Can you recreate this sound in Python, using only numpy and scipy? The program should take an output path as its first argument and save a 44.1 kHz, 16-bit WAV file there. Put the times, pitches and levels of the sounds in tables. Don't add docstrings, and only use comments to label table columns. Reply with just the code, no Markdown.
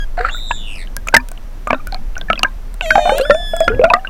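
import sys
import numpy as np
from scipy import signal
from scipy.fft import rfft, irfft, next_fast_len
from scipy.io import wavfile
from scipy.ndimage import uniform_filter1d, map_coordinates

SR = 44100
rng = np.random.default_rng(int(sys.argv[2]) if len(sys.argv) > 2 else 0)


def inscribe(sig):
    pcm = np.round(np.clip(np.atleast_2d(sig).T, -1, 1) * 32767)
    wavfile.write(sys.argv[1], SR, pcm.astype(np.int16))


N = 180411
TOP_HZ = 16300

# (time [s], starting pitch [Hz], level [dB])
BUBBLE_EVENTS = [ (.178, 686, -10.5), (.2, 454, -20), (.248, 1352, -6), (.295, 2730, -14),
                 (.345, 1420, -18.5), (.51, 1703, -10), (1.126, 1510, -21), (1.139, 908, -3.5),
                 (1.142, 1586, 7.5), (1.147, 2050, 5.5), (1.165, 1763, 7.5), (1.672, 1200, -10.5),
                 (1.702, 1168, -13), (1.705, 2270, -9.5), (1.732, 1790, -18), (1.746, 3780, -21),
                 (1.87, 1453, -20), (1.924, 754, -23), (1.944, 736, -27.5), (2.166, 1484, -18.5),
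                 (2.284, 1720, -21.5), (2.301, 1315, -0.5), (2.356, 3230, -15.5), (2.377, 2570, -12.5),
                 (2.447, 1606, -2), (2.451, 1030, -20), (2.907, 1530, 5), (2.955, 788, 1.5),
                 (2.98, 668, -2.5), (2.983, 1580, -15.5), (3.055, 707, -2), (3.075, 786, -9),
                 (3.094, 833, -5.5), (3.103, 1540, -13.5), (3.12, 523, -8), (3.15, 548, -11),
                 (3.185, 1656, -14.5), (3.198, 511, -5), (3.251, 1480, -14), (3.298, 564.3, 1.5),
                 (3.307, 1830, 0.5), (3.347, 637, -8.5), (3.535, 642, -10), (3.605, 633, -4),
                 (3.679, 1382, 0), (3.691, 2458, -16), (3.701, 428.6, -12.5), (3.719, 1490, -17),
                 (3.794, 489.5, -2.5), (3.815, 590, -4.5), (3.838, 649.3, 3), (3.841, 1410, -2.5),
                 (3.852, 2445, -10), (3.901, 2590, -3), (3.904, 968, -9), (3.91, 683, -10),
                 (3.936, 1221, 1.5), (3.938, 1983, -1.5), (3.94, 702, -6), (4.048, 1555, -16),
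                 (4.072, 2766, -13.5)]


def amp(db):
    return 10 ** (np.asarray(db) / 20)


def unit(x):
    return x / np.sqrt(np.mean(x ** 2) + 1e-20)


def along(points, hz):
    f, v = np.transpose(points)
    return np.interp(np.log(hz + 1), np.log(f + 1), v)


def curves(rows):
    s, *cols = np.transpose(rows)
    return [np.interp(np.arange(N) / SR, s, c) for c in cols]


def ramp(start_s, length_s):
    return np.clip((np.arange(N) / SR - start_s) / length_s, 0, 1)


def wobble(rate_hz, size=N):
    knots = rng.standard_normal(int(size * rate_hz / SR) + 4)
    return map_coordinates(knots, [np.arange(size) * rate_hz / SR])


def filtered(x, response):
    m = next_fast_len(N + SR // 2)
    return irfft(rfft(x, m) * response(np.fft.rfftfreq(m, 1 / SR)), m)[:N]


def noise(spectrum):
    return unit(filtered(rng.standard_normal(N), lambda hz: amp(along(spectrum, hz))))


def fade(t, t60_s):
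    return np.exp(-np.log(1000) * t / t60_s)


def held(start_s, end_s, release_s):
    t = np.arange(N) / SR
    return np.clip((t - start_s) / 0.001, 0, 1) * np.clip((end_s - t) / release_s, 0, 1)


def add(track, s, sound):
    start = max(round(s * SR), 0)
    part = track[start:start + len(sound)]
    part += sound[:len(part)]


def whine():
    whine_hz = 2925.5
    # (multiple, rms level [dB])
    whine_lines = [(2, -68), (3, -74), (4, -71), (5, -70)]
    t = np.arange(N) / SR
    return sum(np.sqrt(2) * amp(db) * np.sin(2 * np.pi * k * whine_hz * t) for k, db in whine_lines)


def water():
    # (frequency [Hz], relative level [dB per Hz])
    rumble_tone = [(8, -56), (14, -5), (21, -6.5), (29, -4.5), (36, -10), (48, -31.5), (80, -48),
                   (400, -130)]
    rush_tone = [(30, -34), (65, 4.5), (115, -2), (220, -4.5), (450, -16.5), (1500, -33), (6000, -100)]
    hiss_tone = [(150, 0.5), (600, 8), (1600, 1), (3000, -5.5), (6000, -10.5), (9000, -15), (13000, -14),
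                 (16000, -20)]
    # (time [s], relative level [dB])
    sway_levels = [(0.0, -17.5), (0.35, -22), (1.65, -27.5), (2.06, -19), (2.38, -25.5), (3.74, -21),
                   (4.09, -29)]
    sway_gain_db, rush_db, hiss_db = 1, -42.5, -46.5
    surge_s, surge_width_s, surge_db = 3.76, .08, 17
    rush_swell_db = 2.5

    surge = np.exp(-((np.arange(N) / SR - surge_s) / surge_width_s) ** 2)
    sway = signal.hilbert(noise(rumble_tone))
    throb = unit(sway.real / (np.abs(sway) + 0.16))
    throb = amp(sway_gain_db + curves(sway_levels)[0]) * throb
    rush = amp(rush_db + surge_db * surge + rush_swell_db * wobble(13)) * noise(rush_tone)
    return throb + rush + amp(hiss_db) * noise(hiss_tone)


def scatter(x, wet_db=-19, t60_s=0.021):
    t = np.arange(SR // 6) / SR
    tail = rng.standard_normal(len(t)) * fade(t, t60_s) * (1 - np.exp(-t / 0.0056))
    return x + amp(wet_db) * signal.fftconvolve(x, tail / np.linalg.norm(tail))[:N]


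def knock(t, attack_s=0.00038):
    # (mean frequency [Hz], mean level [dB], t60 [s])
    housing_modes = [(95, -28.5, 0.36), (246.5, -12.5, 0.16), (333, -13, 0.09), (658.4, 7, 0.028),
                     (1056, 6, 0.015), (1485, 1, 0.064), (1840, -37, 0.11), (2410, 3.5, 0.019),
                     (3700, -44, .012)]
    ring = np.zeros(len(t))
    for hz, db, t60_s in housing_modes:
        level = amp(db + rng.normal(0, 3.3))
        mode_hz = hz * (1 + rng.normal(0, 0.0768))
        ring += level * np.sin(2 * np.pi * mode_hz * t) * fade(t, t60_s)
    return ring * (1 - np.exp(-t / attack_s))


def bumps():
    # (time [s], level [dB])
    bump_events = [(1.141, -5.5), (1.672, -22.5), (1.706, -9.5), (1.73, -9.5), (1.744, -19.5),
                   (2.301, -14.5), (2.954, -9.5), (3.094, -13), (3.306, -8), (3.679, -10), (3.852, -14)]
    out, t = np.zeros(N), np.arange(SR // 5) / SR
    for s, db in bump_events:
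        add(out, s, amp(db) * knock(t))
    return out


def clicks(crack_t60_s=0.005, tail_db=-27, tail_t60_s=0.0099, attack_s=0.00016):
    # (time [s], centre [Hz], level [dB])
    click_events = [ (0.509, 958, -4.5), (0.513, 2630, -7), (0.758, 5200, -23.5), (0.873, 3030, -25.5),
                    (.966, 9400, -10), (1.074, 7460, -11.5), (1.071, 1300, -15), (1.085, 2470, -4),
                    (1.087, 6670, -7), (1.145, 4800, 7), (1.1663, 13960, 9.5), (1.287, 9260, -22),
                    (1.316, 8430, -16.5), (1.376, 2900, -24.5), (1.6749, 7430, -20.5),
                    (1.8717, 10670, -19.5), (1.9235, 4240, -13.5), (1.945, 4250, -8.5),
                    (2.155, 2760, -20.5), (2.18, 5930, -14), (2.213, 3460, -12), (2.331, 2860, -2),
                    (2.393, 4740, -5.5), (2.432, 2810, 8.5), (2.434, 6120, -7), (2.742, 8900, -22.5),
                    (2.81, 2700, -2.5), (2.86, 2260, -15), (2.905, 2180, 0.5), (2.908, 5500, -9.5),
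                    (3.1828, 8800, -9), (3.345, 5850, -20), (3.5655, 7600, -11.5), (3.6044, 7320, -7.5),
                    (3.6443, 4770, -20.5), (3.682, 6030, -19.5), (3.841, 4040, -10), (3.901, 3880, -18)]
    # (centre [Hz], level against the ring [dB])
    crack_levels = [(1000, -37), (5000, -21), (7500, -6.5), (10000, 1)]
    knock_levels = [(900, -48), (2700, -20), (9000, -20)]
    cycles, shortest_s = 32.7, 0.0031

    out, t = np.zeros(N), np.arange(SR // 6) / SR
    for s, hz, db in click_events:
        ring = np.sin(2 * np.pi * hz * t) * fade(t, max(cycles / hz, shortest_s))
        crack = rng.standard_normal(len(t)) * (fade(t, crack_t60_s) + amp(tail_db) * fade(t, tail_t60_s))
        click = ring + amp(along(crack_levels, hz)) * crack + amp(along(knock_levels, hz)) * knock(t)
        add(out, s, amp(db) * click * (1 - np.exp(-t / attack_s)))
    return out


def fragments(count=5, delay_s=.028, centre_hz=1900, below_db=-23, cycles=55):
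    out, t = np.zeros(N), np.arange(SR // 12) / SR
    for s, _, db in BUBBLE_EVENTS:
        for late, size, strength in rng.standard_normal((count, 3)):
            hz = centre_hz * np.exp(0.42 * size)
            ring = np.sin(2 * np.pi * hz * t) * fade(t, cycles / hz) * (1 - np.exp(-t / 0.0027))
            level_db = np.clip(db, -10, -3) + below_db + 4 * strength
            add(out, s + delay_s * abs(late), amp(level_db) * ring)
    return out


def bubbles(attack_s=0.00093, waver=0.019, flicker_db=2.8, linger_db=-19, linger_stretch=2.78):
    # (pitch [Hz], knock level against the ring [dB])
    knock_levels = [(500, -21.5), (900, -16.5), (2300, -21.5)]
    reference_hz = 1000
    reference_t60_s, t60_power = 0.085, 1.22
    reference_rise_oct_per_s, rise_power = 1.25, 1.5
    linger_top_db = -6

    out, t = np.zeros(N), np.arange(SR // 2) / SR
    shape, swell = wobble(240), wobble(160)
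    for s, hz, db in BUBBLE_EVENTS:
        now = (round(s * SR) + np.arange(len(t))) % N
        size = reference_hz / hz
        t60_s = reference_t60_s * size ** t60_power
        rise_oct_per_s = reference_rise_oct_per_s * size ** rise_power
        pitch_hz = hz * 2 ** (rise_oct_per_s * np.minimum(t, t60_s / 2)) * (1 + waver * shape[now])
        strong = amp(db) * fade(t, t60_s)
        gentle = amp(min(db, linger_top_db) + linger_db) * fade(t, linger_stretch * t60_s)
        ring = np.sin(2 * np.pi * np.cumsum(pitch_hz) / SR) * (strong + gentle)
        ring *= 1 - np.exp(-t / attack_s)
        add(out, s, amp(flicker_db * swell[now]) * ring)
        add(out, s, amp(db + along(knock_levels, hz)) * knock(t[:SR // 5]))
    return out


def call(rows, tone, bend=0, drift_db=7.0, overtone_db=0):
    pitch_hz = curves(rows)[0]
    gate = held(rows[0][0], rows[-1][0], release_s=.002)
    on = gate > 0
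    pitch_hz = (uniform_filter1d(pitch_hz, SR // 80) * np.clip(1 + bend, .5, 2))[on]
    overtone_db = np.broadcast_to(overtone_db, N)[on]
    phase = 2 * np.pi * np.cumsum(pitch_hz) / SR
    stack = np.zeros(N)
    for k in range(1, int(TOP_HZ / np.median(pitch_hz)) + 1):
        drift = drift_db * np.sqrt(2 * k * pitch_hz / TOP_HZ) * (k > 1) * wobble(14.36, len(pitch_hz))
        db = along(tone, k * pitch_hz) + drift + (k > 1) * overtone_db
        stack[on] += amp(db) * (k * pitch_hz < TOP_HZ) * np.sin(k * phase)
    return np.sqrt(2) * stack * gate


def squeak():
    # (time [s], pitch [Hz], level [dB])
    squeak_path = [(0, 1648, -33.5), (.025, 1637, -34.5), (.042, 1633, -34.5), (.055, 1500, -68)]
    # (frequency [Hz], relative level [dB])
    squeak_tone = [(1650, 1.5), (3290, -3.5), (4930, -20), (6580, -19), (8230, -24), (9870, -24),
                   (11500, -26), (14000, -51)]
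    return call(squeak_path, squeak_tone) * amp(curves(squeak_path)[1])


def rasp():
    # (frequency [Hz], relative level [dB per Hz])
    rasp_tone = [(300, -23), (700, -14), (1100, -9), (1600, 4), (2700, -17.5), (3500, -29), (4300, -15.5),
                 (6000, -47), (7600, -29), (13000, -69.5)]
    start_s, end_s, t60_s = .173, 0.287, 0.093
    start_db, swell_db_per_s = -29.5, 47

    t = np.arange(N) / SR
    swell_db = swell_db_per_s * (np.minimum(t, end_s) - start_s)
    envelope = (t > start_s) * fade(np.maximum(t - end_s, 0), t60_s)
    grain_db = 4 * wobble(180)
    return envelope * amp(start_db + swell_db + grain_db) * noise(rasp_tone)


def trill(rows, tone, sweep, widening, throb_db, jitter):
    # (time [s], mean throb rate [Hz])
    throb_rates = [(.33, 113), (.43, 118), (.6, 111), (.75, 100), (.82, 88), (.86, 87)]
    rate_hz = curves(throb_rates)[0]
    cycle = np.cumsum(rate_hz * (1 + .03 * wobble(40))) / SR % 1
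    depth = np.clip(sweep * (rate_hz.max() / rate_hz) ** widening, 0, .5)
    slide = uniform_filter1d((1 - cycle) ** 2 - 1 / 3, SR // 700)
    bend = depth * slide + jitter * wobble(700)
    level_db = curves(rows)[1] - throb_db * np.cos(2 * np.pi * cycle) + 0.5 * wobble(87.6)
    return call(rows, tone, bend) * amp(level_db)


def two_voiced_trill():
    # (time [s], pitch [Hz], level [dB])
    high_path = [(.305, 3410, -39), (.335, 3690, -29.5), (.39, 3760, -32), (.46, 3813, -31.5),
                 (.54, 3690, -34), (.61, 3574, -35.5), (.68, 3530, -43), (.75, 3300, -55)]
    low_path = [(.575, 3050, -54), (.63, 3000, -45.5), (.68, 2860, -37.5), (.765, 2750, -40.5),
                (.79, 2285, -43.5), (.83, 2030, -43.5), (.865, 2100, -60)]
    # (frequency [Hz], relative level [dB])
    high_tone = [(3800, 0), (7500, -15.5), (11000, -35), (15000, -48)]
    low_tone = [(2700, 4), (4300, -4), (5200, -9), (6500, -35), (8200, -10.5), (14000, -43)]
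    high = trill(high_path, high_tone, sweep=0.15, widening=1, throb_db=4, jitter=0.0082)
    low = trill(low_path, low_tone, sweep=0.045, widening=10.7, throb_db=6.5, jitter=0.032)
    return high + low


def voice_break(rough, beat_hz):
    beat = np.sin(2 * np.pi * np.cumsum(beat_hz * (1 + .08 * wobble(40))) / SR)
    return rough * (.05 * wobble(80) + .17 * beat)


def squeal():
    # (time [s], pitch [Hz])
    buzz_path = [(2.82, 757.3), (2.862, 639.8), (2.924, 632.6), (3.042, 605), (3.11, 601.5), (3.15, 624),
                 (3.172, 677), (3.21, 713)]
    whistle_path = [(3.21, 1334), (3.218, 1390), (3.232, 1567), (3.25, 1715), (3.274, 1742), (3.31, 1763),
                    (3.64, 1680), (3.8, 1668)]
    # (frequency [Hz], relative level [dB])
    buzz_tone = [(610, 14), (1220, -14.5), (1820, -6.5), (2430, -3), (3040, -1.5), (3650, -2), (4250, -7.5),
                 (4870, -26), (6100, -9.5), (6700, -16.5), (7300, -7), (7900, -19), (11600, -21.5),
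                 (15000, -38)]
    whistle_tone = [(1700, -14), (3450, -10.5), (5170, -24), (6900, -32.5), (8600, -29), (10300, -35.5),
                    (13700, -37), (15500, -60)]
    # (time [s], roughness [0-1])
    break_roughness = [(2.82, .15), (2.86, .01), (3.15, .01), (3.172, .45), (3.22, .4), (3.25, .02)]
    buzz_db, buzz_release_s = -34, 0.0083
    whistle_db, whistle_release_s = -22, 0.0072
    dull_at_s, dull_over_s, dull_db = 3.66, 0.076, 20
    push_db, push_s = 9, .015

    rough = curves(break_roughness)[0]
    overtone_db = -dull_db * ramp(dull_at_s, dull_over_s)
    start_db = push_db * (1 - ramp(whistle_path[0][0], push_s))
    buzz = call(buzz_path, buzz_tone, voice_break(rough, beat_hz=269), drift_db=4)
    whistle = call(whistle_path, whistle_tone, voice_break(rough, beat_hz=620), drift_db=4,
                   overtone_db=overtone_db)
    buzz *= amp(buzz_db) * held(buzz_path[0][0], buzz_path[-1][0], buzz_release_s)
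    whistle *= amp(whistle_db + start_db) * held(whistle_path[0][0], whistle_path[-1][0], whistle_release_s)
    stutter = amp(5 * rough * wobble(150))
    return stutter * (buzz + whistle)


def off_axis(x):
    # (frequency [Hz], gain [dB])
    off_axis_gain = [(5500, 0), (9000, -3), (14000, -4)]
    return filtered(x, lambda hz: amp(along(off_axis_gain, hz)))


def dolphins():
    return squeak() + rasp() + two_voiced_trill() + off_axis(squeal())


def scene():
    echoed = scatter(bubbles() + bumps() + fragments() + clicks())
    return (echoed + dolphins() + water() + whine())[None]


def record(dry):
    clipped = dry[0] / (1 + np.abs(dry[0]) ** 12) ** (1 / 12)
    return filtered(clipped, lambda hz: hz < TOP_HZ)[None]


dry = scene()
out = record(dry)
inscribe(out)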